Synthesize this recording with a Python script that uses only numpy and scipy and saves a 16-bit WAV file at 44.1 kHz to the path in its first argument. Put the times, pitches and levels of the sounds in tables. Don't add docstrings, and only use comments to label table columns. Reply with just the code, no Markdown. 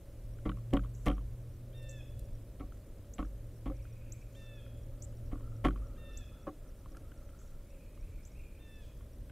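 import sys
import numpy as np
from scipy import signal
from scipy.fft import rfft, irfft
from scipy.io import wavfile
from scipy.ndimage import uniform_filter1d

SR = 44100
rng = np.random.default_rng(int(sys.argv[2]) if len(sys.argv) > 2 else 0)


def file_out(sig):
    cols = np.atleast_2d(sig).T
    lim = np.clip(cols, -1, 1)
    pcm = np.round(lim * 32767).astype(np.int16)
    wavfile.write(sys.argv[1], SR, pcm)


def invert_db(x):
    u = np.asarray(x, float) / 20
    return 10 ** u


N = 410571

# start_s, knock_db, crack_db (re knock), board_fall_delay_s, board_fall_db
BLOWS = [
    (0.453, -35, -30, 0.042, -28.5),
    (0.729, -31, -23, 0.042, -28),
    (1.062, -26.5, -22, 0.041, -32),
    (2.597, -47.5, -24, .043, -64),
    (3.184, -38, -20, 0.043, -36.5),
    (3.657, -38.5, -17.5, 0.041, -39),
    (5.313, -47, -16, 0.043, -47),
    (5.642, -26.5, -21, 0.043, -29),
]


def coloured(points, db):
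    hz, gain_db = np.transpose(points)
    f = np.maximum(np.fft.rfftfreq(N, 1 / SR), 1)
    gain = invert_db(np.interp(np.log(f), np.log(hz), gain_db, left=-60))
    x = irfft(rfft(rng.standard_normal(N)) * gain, N)
    return x / x.std() * invert_db(db)


def filtered(x, order, hz, kind):
    return signal.sosfilt(signal.butter(order, hz, kind, fs=SR, output="sos"), x)


def ring(x, modes):
    out = 0
    for hz, db, t60_s in modes:
        pole = np.exp(2j * np.pi * hz / SR - np.log(1000) / (t60_s * SR))
        out = out + invert_db(db) * signal.lfilter([0, pole.imag], [1, -2 * pole.real, abs(pole) ** 2], x)
    return out


def add(track, start_s, x):
    i = int(start_s * SR)
    track[i:i + len(x)] += x[:N - i]


def glide(at_s, hz, db):
    t = np.arange(at_s[0], at_s[-1], 1 / SR)
    phase = 2 * np.pi * np.cumsum(np.interp(t, at_s, hz)) / SR
    return phase, np.sqrt(2) * invert_db(np.interp(t, at_s, db))


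def wood(x, t60_s, gap_s):
    t = np.arange(int(t60_s * SR)) / SR
    tail = rng.standard_normal(len(t)) * np.exp(-np.log(1000) * t / t60_s) * np.minimum(t / gap_s, 1)
    return signal.fftconvolve(x, tail / np.sqrt(np.sum(tail ** 2)))[:N]


def walk(rate_hz, count=N):
    k = int(SR / rate_hz)
    steps = np.repeat(rng.standard_normal(count // k + 1), k)
    x = uniform_filter1d(uniform_filter1d(steps, k), k)[:count]
    return x / x.std()


def crunch(shape, rise_s, fall_s):
    t = np.arange(shape[-1]) / SR
    envelope = np.exp(-t / fall_s) * (1 - np.exp(-(t / rise_s) ** 2))
    grains = invert_db(3.0 * rng.exponential(size=len(t)))
    grit = rng.standard_normal(shape) * envelope * grains
    return unit_energy(grit)


def unit_energy(x):
    return x / np.sqrt(np.sum(x ** 2, axis=-1, keepdims=True))


def motors(t):
    # at_s, pitch_hz, level_db
    engine = [(0, 113.7, -60.5), (.3, 112.3, -48.5), (.6, 115.1, -42.5), (1.2, 119.2, -49),
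              (2.05, 121.1, -50), (2.4, 111.5, -52), (2.8, 111, -82), (3.5, 114.6, -50), (4.3, 113.5, -53),
              (5.3, 113.7, -48), (5.6, 111.1, -45), (6.2, 104.4, -63.5)]
    # start_s, length_s, start_hz, end_hz, level_db
    drones = [
        (1.1, 2.4, 93.1, 102.6, -59),
        (4.6, 1.85, 253, 252, -66),
        (7.2, 1.585, 172, 183.2, -72),
    ]
    drone = np.zeros(N)
    phase, gain = glide(*np.transpose(engine))
    add(drone, engine[0][0], gain * np.sin(phase))
    fade_s, fade_db = 0.14, -7
    for start_s, length_s, start_hz, end_hz, db in drones:
        at_s = np.array([0, fade_s, length_s - fade_s, length_s])
        hz = start_hz + (end_hz - start_hz) * at_s / length_s
        phase, gain = glide(at_s, hz, db + fade_db * np.array([1, 0, 0, 1]))
        add(drone, start_s, gain * np.sin(phase))
    return drone * invert_db(0.96 * walk(6.4))


def yard():
    # at_s, level_db
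    rumble = [(0, -2.5), (.7, 2), (2.2, 0.5), (4.3, -0.5), (5.6, 2.5), (6.1, 2), (6.6, -0.5), (6.9, -2.5),
              (7.2, -0.5), (7.9, -0.5), (8.6, -1), (9.31, -0.5)]
    # freq_hz, level_db (per Hz)
    town = [(18, 7), (64, 0.5), (90, -4), (125, -7), (152, -16), (200, -20.5), (240, -19.5), (314, -21),
            (417, -25), (500, -25), (555, -26.5), (620, -27), (727, -36), (1000, -53.5)]
    # freq_hz, level_db (per Hz)
    air = [(500, -26), (800, -0.5), (1300, -1.5), (2000, -5), (3500, -8), (4500, -10), (8000, -8.5),
           (12000, -8.5), (15500, -12.5)]
    # freq_hz, level_db
    whines = [(9001, -95.5), (12000, -90.5)]
    # at_s, level_db
    fan_swell = [(0, 1), (1.2, -3), (2.05, 7), (2.6, -0.5), (3.2, 1.5), (4.2, 1.5), (5.05, 3.5), (5.8, 1.5),
                 (6.6, -1), (7.4, 1.5), (8.2, -2), (9.31, -2)]
    t = np.arange(N) / SR
    near_db = np.interp(t, *np.transpose(rumble))
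    low = [p for p in town if p[0] < 140] + [(140, -16.0), (180, -68)]
    deep = coloured(low, 0.13) * invert_db(-47.5 + near_db + 1.6 * walk(5.4))
    high = [(100, -39.0)] + [p for p in town if p[0] >= 140] + [(1400, -67.0)]
    wash_db = -60 + 0.68 * near_db - 0.1246 * t
    wash = coloured(high, 0.18) * invert_db(wash_db + 0.56 * walk(4.4))
    fan = filtered(rng.standard_normal(N), 2, (520.7, 586.4), "band")
    fan_db = -69 + np.interp(t, *np.transpose(fan_swell)) + 1.95 * walk(8)
    wash += fan / fan.std() * invert_db(fan_db)
    whine = sum(np.sqrt(2) * invert_db(db) * np.sin(2 * np.pi * hz * t) for hz, db in whines)
    hiss = coloured(air, -69.5) * invert_db(0.062 * walk(21))
    return motors(t) + deep + wash + hiss + whine


def contacts():
    # start_s, level_db, ring_hz, click_db (re ring)
    taps = [(.058, -69, 1000, -26), (5.125, -60, 1200, -20), (0.386, -53, 1390, -29),
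            (0.584, -52, 1110, -26), (0.837, -51, 1090, -12), (0.858, -50, 1130, -24),
            (0.914, -61, 1030, -17), (1.058, -41, 1130, -20), (1.082, -46, 1060, -20),
            (1.114, -38, 1140, -12), (0.504, -49, 1130, -28), (.569, -57, 1100, -18),
            (.847, -53, 1200, -22), (1.169, -53, 1150, -21), (1.191, -55, 1200, -21), (1.21, -55, 965, -19),
            (2.721, -47, 1300, -26), (2.77, -61, 1110, -14), (3.044, -61, 1270, -15),
            (3.852, -52, 1335, -22), (4.664, -54, 1390, -12), (5.322, -52, 1075, -17.5),
            (5.333, -55, 1200, -20), (5.378, -58, 1150, -22), (5.398, -54, 1100, -22),
            (.7855, -50, 1100, -24), (5.775, -51, 1200, -22), (1.05, -58, 1360, -13),
            (5.408, -52, 1040, -21), (5.669, -32, 1380, -15), (6.859, -47, 1060, -26),
            (6.948, -49, 1280, -27), (6.969, -48, 1380, -21), (7.117, -48.5, 1450, -14),
            (7.29, -52, 1300, -12), (7.974, -56, 1143, -14), (9.008, -54, 1110, -15),
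            (9.273, -72.5, 930, -14), (9.297, -51.5, 1510, -9)]
    board_hz, light_click_db, light_boom_db = 1130, -36, -14.5
    rows = []
    for s, db, _, lag_s, fall_db in BLOWS:
        click_db = -17.5 + 4 * (fall_db + 26.5)
        rows.append((s + lag_s, fall_db, board_hz, click_db, db - fall_db - 7.5))
        rows.append((s + lag_s + 0.022, fall_db - 11.5, 1300, light_click_db, light_boom_db))
        if fall_db > -33:
            rows.append((s + 0.118, db - 14.5, board_hz, light_click_db, light_boom_db))
    return rows + [(*tap, light_boom_db) for tap in taps]


def light_contacts(bus):
    light = contacts()
    t = np.arange(900) / SR
    onset = 1 - np.exp(-(t / .002) ** 2)
    for (s, db, hz, click_db, boom_db), (turn, upper) in zip(light, rng.random((len(light), 2))):
        upper_hz = hz * (1.09 + 0.19 * upper)
        body = np.sin(2 * np.pi * hz * t) + 0.54 * np.sin(2 * np.pi * upper_hz * t + 6 * turn)
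        add(bus["rattle"], s - .001, invert_db(db + 3.0) * onset * np.exp(-t / 0.003) * body)
        grit = rng.standard_normal(len(t)) * onset * np.exp(-t / 0.002)
        add(bus["crack"], s - .001, invert_db(db + click_db - 13.0) * grit)
        add(bus["hiss"], s - .001, invert_db(db + click_db + 1.0) * grit)
        add(bus["thud"], s - .001, invert_db(db + 0.5) * grit)
        add(bus["boom"], s, invert_db(db + boom_db) * np.hanning(60) / 30)


def blows(bus):
    # boom_db, deep_db, knock_db
    spots = [(-1, -4, -0.5), (5, 0, -3), (0, -7, 2), (1, -1, 2.5), (1, -8, 2), (-2, -5, -2), (-9, -10, 2),
             (2, 2, 2.5)]
    panel_levels = [-43, -36, -34, -62, -54, -59, -57, -33]
    # start_s, level_db
    thumps = [
        (5.33, -41),
        (.46, -40),
        (1.078, -35),
        (.757, -38.5),
        (2.607, -53),
        (5.658, -36),
    ]
    for (s, db, crack_db, *_), (boom_db, deep_db, knock_db), panel_db in zip(BLOWS, spots, panel_levels):
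        add(bus["panel"], s + 0.01198, invert_db(panel_db) * np.hanning(24) / 12)
        s, grit = s - .003, crunch((4, 2600), 0.012, 0.011)
        add(bus["thud"], s, invert_db(db + 2.0) * grit[3])
        tip = invert_db(-11 + 0.96 * (db + 37.5)) * crunch((2, 1800), 0.0028, 0.011)
        add(bus["thud"], s + 0.00141, invert_db(-19.0) * tip[0])
        add(bus["crack"], s + 0.00192, invert_db(-57.0) * tip[1])
        add(bus["thud"], s, invert_db(db + 5) * crunch((5000,), 0.01, 0.051))
        push = -np.hanning(90) / 45
        add(bus["boom"], s + 0.00719, invert_db(db + boom_db - 8.5) * push)
        add(bus["deep"], s + 0.0054, invert_db(db + deep_db - 6.5) * push.sum() * np.hanning(120) / 60)
        add(bus["deep"], s, invert_db(db + deep_db + 0.5) * grit[3])
        add(bus["boom"], s, invert_db(db + boom_db - 1.5) * grit[0])
        add(bus["knock"], s, invert_db(db + knock_db - 3.5) * grit[1])
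        add(bus["crack"], s, invert_db(db + crack_db - 3.5) * grit[2])
        even = grit[2] * .08 / (.08 + abs(grit[2]))
        add(bus["hiss"], s, invert_db(1.1 * (db + crack_db) + 23.0) * even)
        add(bus["sway"], s + 0.01, invert_db(-29.5 + 0.68 * (db + 31.0)) * np.hanning(300) / 150)
    for s, db in thumps:
        add(bus["boom"], s, invert_db(db) * np.hanning(70) / 35)


def shells(bus):
    # start_s, level_db, hiss_db (re crack)
    splits = [(0.457, -59.5, -30), (.481, -76, -14), (0.708, -74, -4), (0.7354, -48.5, -5), (.75, -63, -5),
              (.7585, -68, -8), (1.0586, -60, 6), (1.0649, -51, -4), (1.072, -54, -7), (1.0831, -48, -7),
              (1.1, -55, -12), (1.1128, -56.5, -11), (1.131, -70, -2), (0.4928, -55, -14), (.516, -68, -20),
              (.768, -53, -12), (0.8366, -73, 1), (.858, -77, -12), (2.597, -66, -16), (3.225, -70, -14),
              (5.707, -69, -12), (5.76, -76, -11), (3.183, -59, -15), (3.1892, -61, -18),
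              (3.6583, -62, -18), (5.6486, -45.5, -10), (5.654, -47, -11), (5.663, -51, -12),
              (5.668, -52, -13), (5.6835, -54, -9)]
    # start_s, level_db
    snaps = [
        (1.7586, -91),
        (1.8292, -82.5),
        (2.194, -75.5),
        (5.1256, -96),
        (6.9192, -90),
        (6.9698, -81.5),
    ]
    t = np.arange(900) / SR
    for s, db, hiss_db in splits:
        noise = rng.standard_normal((2, len(t)))
        snap = noise[0] * np.exp(-t / 0.0017)
        add(bus["crack"], s, invert_db(db - 12) * snap)
        add(bus["hiss"], s, invert_db(db + hiss_db + 10) * noise[1] * np.exp(-t / 0.0026))
        add(bus["thud"], s, invert_db(db + 1) * snap)
    for s, db in snaps:
        add(bus["hiss"], s, invert_db(db + 30.5) * rng.standard_normal(300) * np.exp(-t[:300] / 0.0019))


def tray():
    # freq_hz, level_db, t60_s
    deep_modes = [(132, -30, 0.063), (149, -3.5, 0.19), (189.4, -1.5, 0.29), (217.5, -10, 0.25)]
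    boom_modes = [(281, 5, 0.092), (304.6, 3.5, 0.12), (362, -14, 0.018), (372, -8.5, 0.13),
                  (448, -4.5, 0.058), (505, -8.5, 0.09), (557, -8, 0.097), (707, -11.5, 0.025)]
    knock_modes = [(738.4, -6.5, 0.12), (836, -13.5, 0.064), (1040, -28, 0.063), (1121, 1, 0.056),
                   (1200, -11, 0.14), (1295, -5.5, 0.051), (1450, -36, 0.044), (1784, -7, 0.014),
                   (2070, -5.5, 0.016)]
    crack_modes = [(1980, 5, 0.0061), (2400, 5.5, 0.0066), (2860, -16, 0.0058), (2900, 6, 0.0073),
                   (3140, 4, 0.019), (3360, -39, 0.016), (4210, -53, 0.0079)]
    panel_modes = [(743.5, -2.5, 0.12), (553, -4, .08)]
    sway_modes = [(30, -27, .3), (48.23, 2.5, 0.71), (58.4, -37, 0.4)]
    names = ("deep", "boom", "knock", "crack", "panel", "sway", "rattle", "hiss", "thud")
    bus = {name: np.zeros(N) for name in names}
    light_contacts(bus)
    blows(bus)
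    shells(bus)
    bright = filtered(bus["hiss"], 2, [4200, 12500], "band")
    body = filtered(bus["thud"], 2, [450, 3000], "band") + ring(bus["crack"], crack_modes)
    body = filtered(body, 6, 3900, "low")
    boards = ring(bus["deep"], deep_modes) + ring(bus["boom"], boom_modes) + ring(bus["knock"], knock_modes)
    frame = ring(bus["panel"], panel_modes) + ring(bus["sway"], sway_modes)
    return boards + frame + body + bus["rattle"] + bright


def small_birds():
    peep_times = [0.337, 1.151, 1.539, 1.780, 2.254, 2.352, 3.256, 3.563, 3.767, 3.827, 3.927, 4.215, 4.462,
                  4.559, 4.834, 5.171, 5.261, 5.565, 5.870, 6.132, 6.430, 6.689, 6.919, 7.176, 7.477, 7.704,
                  8.010, 8.318, 8.757, 9.132]
    # start_s, level_db, blur_db (echo re direct)
    chips = [
        (0.9487, -57.5, -1),
        (1.894, -48.5, -8),
        (3.1358, -49.5, -15),
        (4.121, -45, -15),
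        (5.022, -44, -21),
        (6.172, -45.5, -14),
        (7.389, -62.5, 4),
        (8.251, -52.5, -11),
    ]
    # at_s, pitch_hz, level_db
    chip_shape = [(0, 5350, -46), (.002, 5520, -1), (.005, 6590, 6), (.008, 7540, 1), (0.012, 7600, -5),
                  (0.019, 7840, -6), (.025, 7900, -19)]
    dry, wet = np.zeros((2, N))
    peep = np.hanning(330)
    t = np.arange(len(peep)) / SR
    for s, bend in zip(peep_times, rng.standard_normal(len(peep_times))):
        add(dry, s - .002, invert_db(-64) * peep * np.sin(2 * np.pi * (5640 + 30 * bend) * t))
    at_s, hz, shape_db = np.transpose(chip_shape)
    for (s, db, blur_db), bend in zip(chips, rng.standard_normal(len(chips))):
        phase, gain = glide(at_s, hz * (1 + 0.008 * bend), shape_db + db - 7.5)
        octave = invert_db(-4.5) * np.sin(2 * phase) * np.exp(-np.arange(len(phase)) / 130)
        note = gain * (np.sin(phase) + octave)
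        add(dry, s - .002, note)
        add(wet, s, invert_db(blur_db) * note)
    return dry + wood(wet, 0.59, 0.0034)


def jays():
    # start_s, length_s, level_db, pitch_factor, final_drop_depth
    calls = [
        (1.729, 0.29, -65, 1.0, 1.0),
        (4.35, 0.26, -65.5, 0.99, 0.9),
        (5.964, .283, -66, 1.003, 1.03),
        (8.584, 0.27, -68.5, 0.99, 1.29),
    ]
    # echo_db, top_overtone_db
    turns = [(-1.5, 2), (-3, -14), (0, -2), (-3, -3)]
    # share_of_length, pitch_hz, effort_db
    call_shape = [(0, 786, -8), (.022, 800, -8), (.04, 890, -15), (.065, 912, -7), (.3, 900, -1),
                  (.6, 889.6, 0), (.8, 876, -1.5), (.88, 853, -3), (.94, 836, -3), (.97, 812, -8),
                  (1, 788, -14)]
    # multiple, level_db, db_per_effort_db, echo_db
    tones = [(2, -2.5, 1, -0.5), (3, -0.5, 1.3, -2), (4, -3, 0.45, 1), (6, -16.5, 2.5, 0)]
    # start_s, length_s, pitch_hz, level_db
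    gulps = [
        (1.996, 0.029, 2520, -61.5),
    ]
    dry, away = np.zeros((2, N))
    share, hz, effort_db = np.transpose(call_shape)
    for (s, length_s, db, scale, drop), (echo_db, top_db) in zip(calls, turns):
        pitch_hz = scale * np.where(hz < 870, 870 - drop * (870 - hz), hz)
        for multiple, tone_db, follows, far_db in tones:
            multiple = round(multiple)
            level_db = db + tone_db + top_db * (multiple > 5) + follows * effort_db
            phase, gain = glide(share * length_s, pitch_hz, level_db)
            beat = walk(45, count=len(phase))
            blur = walk(120, count=len(phase))
            add(dry, s, gain * invert_db(1.7 * beat) * np.sin(multiple * phase))
            tone = gain * np.sin(multiple * (phase + np.cumsum(.006 * blur * np.gradient(phase))))
            turn_db = 18 * np.linspace(-1, 0, len(tone))
            add(away, s, tone * invert_db(echo_db + far_db + turn_db))
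    for s, length_s, gulp_hz, db in gulps:
        n = int(length_s * SR)
        add(dry, s, invert_db(db + 4.5) * np.hanning(n) * np.sin(2 * np.pi * gulp_hz * np.arange(n) / SR))
    high = filtered(away, 2, 2800, "high")
    echo = wood(high * invert_db(4.9 * walk(250)), 0.84, 0.025) * invert_db(1.2 * walk(40))
    return dry * invert_db(0.44 * walk(40)) + invert_db(4.5) * echo


def rustles():
    # start_s, length_s, centre_hz, level_db
    swells = [
        (2.7, 0.12, 5700, -82),
        (4.245, 0.3, 6200, -73),
        (4.24, .15, 16000, -86),
        (6.05, 0.23, 5000, -73.5),
        (8.742, 0.22, 4500, -74),
    ]
    out = np.zeros(N)
    for s, length_s, hz, db in swells:
        n = int(length_s * SR)
        noise = filtered(rng.standard_normal(n), 1, [0.68 * hz, 1.25 * hz], "band")
        add(out, s, invert_db(db + 7.0) * np.hanning(n) * noise)
    return out


def far_calls(calls, phrase, wet_db, t60_s):
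    notes = [(s + at_s, length_s, start_hz, end_hz, db + note_db)
             for s, db in calls for at_s, length_s, start_hz, end_hz, note_db in phrase]
    dry = np.zeros(N)
    flutter = 2 * np.pi * np.cumsum(.016 * notes[0][3] * walk(80)) / SR
    for s, length_s, start_hz, end_hz, db in notes:
        at_s = np.array([0, .2, .8, 1]) * length_s
        hz = start_hz + np.array([0, .3, .9, 1]) * (end_hz - start_hz)
        phase, gain = glide(at_s, hz, db + np.array([3.5, 0.5, -2.0, -11]))
        add(dry, s, gain * np.sin(phase + flutter[int(s * SR):][:len(phase)]))
    dry *= invert_db(2.5 * walk(70))
    echo = invert_db(wet_db) * wood(dry, t60_s, 0.03) * invert_db(4 * walk(200) - 1)
    return (dry + echo) * invert_db(1.5 * walk(30) - 1)


def far_cackle():
    # start_s, level_db
    calls = [(2.88, -82), (4.42, -76), (4.55, -76), (4.92, -80), (5.1, -77.5), (5.36, -68.5), (5.43, -71.5),
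             (5.52, -74), (5.82, -65.5), (6.08, -73), (6.32, -68), (6.62, -72), (6.84, -77), (7.05, -75),
             (7.22, -72.5), (7.32, -76), (7.42, -80)]
    # at_s, length_s, start_hz, end_hz, level_db
    arch = [
        (0, 0.0435, 1200, 1440, 0),
        (.045, .04, 1416, 1248, -4.5),
    ]
    return far_calls(calls, arch, 1.5, 1.6)


def far_song():
    # start_s, level_db
    calls = [
        (3.7, -77.5),
        (3.965, -77),
        (7.655, -79.5),
        (7.98, -76),
        (8.305, -76),
    ]
    # at_s, length_s, start_hz, end_hz, level_db
    phrase = [
        (0, 0.044, 2146, 2336, -2),
        (0.048, 0.035, 2400, 2746, 2),
        (0.091, 0.0355, 2600, 2185, 0.5),
        (0.143, .03, 2380, 2540, 3.5),
        (0.205, 0.06, 2220, 2630, -2),
    ]
    return far_calls(calls, phrase, 2.7, 0.73)


def bowl():
    # start_s, level_db, softness (0-1)
    hits = [
        (3.701, -43.5, 0.95),
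        (6.466, -40, 0.72),
        (6.912, -48.5, 0.96),
        (6.959, -58, 0.91),
        (7.0, -53, 0.95),
    ]
    # freq_hz, level_db, t60_s
    bowl_modes = [(302, -1.5, 0.19), (332, 2.5, 0.13), (417, 2, 0.043), (538, 6.5, 0.1), (583, -7, 0.042),
                  (750, 2, 0.057), (900, -12, 0.035), (1108, 6, 0.05), (1260, -13, .05), (1610, -21, 0.022),
                  (2300, -23, 0.061), (2940, -25, .03)]
    force = np.zeros(N)
    push = unit_energy(np.hanning(int(0.002 * SR)))
    for s, db, soft in hits:
        soft = np.clip(soft, 0, .98)
        touch = signal.lfilter([(1 - soft) ** 2], [1, -2 * soft, soft ** 2], crunch((1600,), 0.0047, 0.014))
        add(force, s, invert_db(db + 2.0) * touch)
        add(force, s + 0.00406, -invert_db(db - 15) * (1 - soft) * push)
    return ring(force, bowl_modes) + invert_db(18) * filtered(force, 2, (280, 2600), "band")


def scene():
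    birds = small_birds() + jays() + far_cackle() + far_song()
    mono = yard() + tray() + birds + rustles() + bowl()
    return np.array([mono, mono])


def band_limit(x):
    return signal.sosfilt(signal.butter(12, 15700, fs=SR, output="sos"), x)


def record(dry):
    # at_s, above_hz
    smeared = [
        (.95, 6900),
        (.97, 6900),
        (1.905, 6600),
        (5.04, 5300),
        (8.265, 6500),
    ]
    f, t, z = signal.stft(.2 * np.tanh(dry[0] / .2), SR, nperseg=2048, noverlap=1024)
    band = (f // 517).astype(int)
    bins = [np.abs(z[band == b]) ** 2 for b in range(band[-1] + 1)]
    power = np.array([p.mean(axis=0) for p in bins])
    peaky = np.array([p.max(axis=0) for p in bins]) / power
    loud = power / np.median(power, axis=1, keepdims=True)
    luck = uniform_filter1d(rng.standard_normal(power.shape), size=3, axis=0)
    luck = uniform_filter1d(luck, size=2, axis=1)
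    noisy = (luck > -.33 + .13 * loud) & (peaky < 6)
    treble = (f > 4100) & (abs(f - 11900) > 250)
    swapped = noisy[band] & treble[:, None]
    for s, hz in smeared:
        swapped[(f > hz) & (f < 8270), np.argmin(abs(t - s))] = True
    rough = invert_db(1.6 * rng.standard_normal(power.shape))[band]
    noise = rng.standard_normal((2, *z.shape)) + 1j * rng.standard_normal((2, *z.shape))
    fresh = rough * np.sqrt(power[band] / 2) * noise
    passed = (f < 15690)[:, None]
    mid = np.where(swapped, invert_db(1.0) * fresh[0], z) * passed
    side = invert_db(-1.0) * swapped * fresh[1] * passed
    mid, side = (signal.istft(x, SR, nperseg=2048, noverlap=1024)[1][:N] for x in (mid, side))
    return band_limit(np.array([mid + side, mid - side]))


dry = scene()
out = record(dry)
file_out(out)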